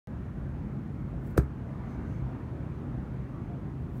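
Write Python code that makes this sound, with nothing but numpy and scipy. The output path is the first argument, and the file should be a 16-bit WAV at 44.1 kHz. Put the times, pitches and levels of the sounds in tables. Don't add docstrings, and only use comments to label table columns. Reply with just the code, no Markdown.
import sys
import numpy as np
from scipy import signal
from scipy.fft import rfft, irfft
from scipy.io import wavfile
from scipy.ndimage import uniform_filter1d

SR = 44100
rng = np.random.default_rng(int(sys.argv[2]) if len(sys.argv) > 2 else 0)


def generate_wav(sig):
    pcm = np.round(np.clip(np.atleast_2d(sig).T, -1, 1) * 32767).astype(np.int16)
    wavfile.write(sys.argv[1], SR, pcm)


N = 176400

# pitch_hz, level_db, t60_s, rise_s, lag_s
BALL_MODES = [(1297, -17, 0.0087, 0.00012, 0.00025), (1790, -21, 0.0098, 0.00048, 0),
              (2255, -32.5, 0.013, 0.0003, .0001), (6100, -39.5, 0.014, 0.00016, 0),
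              (696, -25, 0.034, 0.0055, -.0032), (522, -30.5, 0.062, 0.0015, -0.012),
              (400, -2, 0.017, 0.0017, .0005), (323, -19.5, 0.073, 0.0027, .0032),
              (140, -2.5, 0.044, 0.0038, .0078), (65, -5, 0.12, 0.017, .0025)]
# frequency_hz, density_db
TURF_SPECTRUM = [(300, -6), (1500, 8.5), (2400, -6.5), (3000, -14), (3700, -10), (4100, -6.5), (5600, -7.5),
                 (6100, -3), (7500, -9), (8700, -1), (10500, -14), (12600, -4.5), (16000, -13)]
# delay_s, level_db
ECHOES = [(0.0172, -13), (0.0203, -18)]
# frequency_hz, gain_db
WALL_RESPONSE = [(60, -18), (140, 3), (230, -3), (350, 1), (700, 2), (1200, -1.5), (2200, 3.5), (3200, -2),
                 (16000, -7.5)]
# frequency_hz, t60_s
YARD_DECAY = [(100, 0.16), (1000, 0.15), (5000, 0.17), (15000, 0.19)]
# peak_s, level_db
PATS = [(1.876, -52), (2.349, -46.5)]
# frequency_hz, density_db
PAT_SPECTRUM = [(100, 13), (400, 1), (950, 12), (1600, 3), (2500, -20), (6000, -40), (16000, -50)]
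# peak_s, level_db, half_width_s
SLIDES = [(1.91, -74, .055), (2.13, -74, 0.069)]
# frequency_hz, density_db
PALM_SPECTRUM = [(2000, -5), (5200, -13), (6300, 2), (7200, -12), (11000, -16), (16000, -18)]
# peak_s, level_db, power_rise_s, power_fall_s
SWISHES = [(1.277, -69, 0.018, 0.0033), (1.308, -68.5, 0.0097, 0.01), (3.825, -81, .015, .015),
           (3.98, -68.5, .02, 0.0062)]
# frequency_hz, density_db
CLOTH_SPECTRUM = [(2000, -17), (5000, -3), (8000, 2.5), (10500, 0), (13500, 6), (16000, 0.5)]
# peak_s, pitch_hz, level_db, half_width_s
FAR_TONES = [(3.52, 695, -49, 0.041)]
# pitch_hz, level_db, bandwidth_hz
ENGINE_HUM = [(131.7, -43.5, 6.7), (206, -53.5, 2.4), (238.25, -53, 3.6)]
# frequency_hz, density_db
TRAFFIC_SPECTRUM = [(15, -11), (28, -16), (40, -16), (48, 1), (75, 0), (90, -2.5), (140, -0.5), (190, -5),
                    (260, -8.5), (340, -12), (450, -20), (600, -22.5), (850, -25.5), (1400, -29.5),
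                    (2200, -39), (3200, -48.5), (5000, -57), (6500, -57.5), (8000, -62), (9300, -60.5),
                    (10400, -66), (12000, -63.5), (16000, -70.5)]
# time_s, gain_db
WASH_SWELL = [(0, -1.7), (1.2, -1.5), (1.9, 2), (2.4, 0.6), (3.4, -0.7), (4, -2)]

SLAM_S = 1.3779
FREQ_HZ = np.fft.rfftfreq(N, 1 / SR)


def ball():
    out = np.zeros(N)
    for hz, db, t60, rise, lag in BALL_MODES:
        t = np.maximum(since(SLAM_S + lag), 0)
        envelope = amp(db - 60 * t / t60) * (1 - np.exp(-t / rise))
        out += envelope * np.sin(2 * np.pi * hz * t)
    return out


def turf():
    crunch_db, scatter_db, rise_db, t60_s = -33.5, 5.5, 3, 0.046
    lead_s = 0.0029
    snap_db, snap_width_s = -38, 0.00035
    t = since(SLAM_S)
    grains = white() * amp(scatter_db * white())
    shape_db = np.where(t < 0, rise_db * t / lead_s, -60 * t / t60_s)
    crunch = amp(crunch_db + shape_db) * (t > -lead_s)
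    snap = amp(snap_db) * np.exp(-abs(t) / snap_width_s)
    return colour(grains, TURF_SPECTRUM) * (crunch + snap)


def courtyard(x):
    tail_db, tail_delay_s = -13, 0.021
    t = np.arange(SR // 2) / SR
    hz, at, bands = signal.stft(rng.standard_normal(len(t)) * (t > tail_delay_s), SR, nperseg=256)
    decay = amp(-60 * at / read(YARD_DECAY, hz)[:, None])
    tail = signal.istft(bands * decay, SR, nperseg=256)[1][:len(t)]
    yard = amp(tail_db) * rfft(tail / np.linalg.norm(tail), N)
    echoes = sum(amp(db) * np.exp(-2j * np.pi * FREQ_HZ * delay) for delay, db in ECHOES)
    return irfft(rfft(x) * (echoes + yard) * amp(read(WALL_RESPONSE, FREQ_HZ)), N)


def hands():
    rise_s, t60_s = 0.0019, 0.079
    pats = sum(amp(db - 60 * abs(since(s)) / t60_s) * np.clip(since(s) / rise_s + 1, 0, 1)
               for s, db in PATS)
    slides = sum(amp(db) * bump(s, width) for s, db, width in SLIDES)
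    return pats * colour(white(), PAT_SPECTRUM) + slides * colour(white(), PALM_SPECTRUM)


def sleeves():
    level = np.zeros(N)
    for s, db, rise, fall in SWISHES:
        t = since(s)
        level += amp(db) * np.exp(-abs(t) / np.where(t < 0, rise, fall) / 2)
    return level * colour(white(), CLOTH_SPECTRUM)


def far_tone():
    waver_hz, waver_share = 25, 0.0075
    waver = unit(irfft(rfft(white()) / (1 + (FREQ_HZ / waver_hz) ** 4), N))
    wavering_time = np.cumsum(1 + waver_share * waver) / SR
    return sum(amp(db) * bump(s, width) * np.sin(2 * np.pi * hz * wavering_time)
               for s, hz, db, width in FAR_TONES)


def engines():
    out = np.zeros(N)
    for hz, db, width in ENGINE_HUM:
        resonance = 1 / (1 + ((FREQ_HZ - hz) / width * 2) ** 2)
        out += amp(db) * unit(irfft(rfft(white()) * resonance, N))
    return out


def traffic():
    level_db, patch_db, tone_db = -36.5, 1.6, 1.5
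    hz, at, bands = signal.stft(white(), SR, nperseg=1024, noverlap=768)
    patches = drift(bands.shape, bins=10, frames=16)
    tones = drift(bands.shape, bins=2, frames=22)
    swell_db = np.interp(at, *np.transpose(WASH_SWELL)) * band(hz, low_hz=500, high_hz=7030)
    flicker_db = (patch_db * patches + tone_db * tones) * band(hz, low_hz=450, high_hz=3200)
    noise = signal.istft(bands * amp(flicker_db + swell_db), nperseg=1024, noverlap=768)[1][:N]
    return amp(level_db) * colour(noise, TRAFFIC_SPECTRUM)


def drift(shape, bins, frames):
    field = uniform_filter1d(rng.standard_normal(shape), bins, axis=0)
    return unit(uniform_filter1d(field, frames, axis=1))


def band(hz, low_hz, high_hz):
    return (hz ** 2 / (hz ** 2 + low_hz ** 2) / (1 + (hz / high_hz) ** 2))[:, None]


def white():
    return rng.standard_normal(N)


def amp(db):
    return 10 ** (np.asarray(db) / 20)


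def unit(x):
    return x / np.sqrt(np.mean(x ** 2) + 1e-20)


def read(points, hz):
    f, value = np.transpose(points)
    return np.interp(np.log(hz + 1), np.log(f + 1), value)


def colour(x, spectrum):
    return unit(irfft(rfft(x) * amp(read(spectrum, FREQ_HZ)), N))


def since(s):
    return np.arange(N) / SR - s


def bump(peak_s, half_width_s):
    return np.exp(-(since(peak_s) / half_width_s) ** 2)


def scene():
    slam = ball() + turf()
    return (slam + courtyard(slam) + sleeves() + hands() + traffic() + engines() + far_tone())[None]


def record(dry):
    open_s, low_cut_hz, top_hz = 0.0725, 42, 15950
    threshold_db, duck_share, release_db_per_s = -25, 0.23, 23.5
    mic = irfft(rfft(dry) * FREQ_HZ ** 4 / np.sqrt(FREQ_HZ ** 8 + low_cut_hz ** 8), N)
    power_db = 10 * np.log10(signal.lfilter(np.ones(882) / 882, [1], mic[0] ** 2) + 1e-12)
    fall_db = np.arange(N) / SR * release_db_per_s
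    held_db = np.maximum.accumulate(power_db + fall_db) - fall_db
    duck_db = duck_share * np.maximum(held_db - threshold_db, 0)
    ducked = mic / amp(duck_db) * (since(open_s) > 0)
    low_pass = signal.firwin(511, top_hz, window=("kaiser", 9), fs=SR)
    return signal.oaconvolve(ducked, low_pass[None], "same")


dry = scene()
out = record(dry)
generate_wav(out)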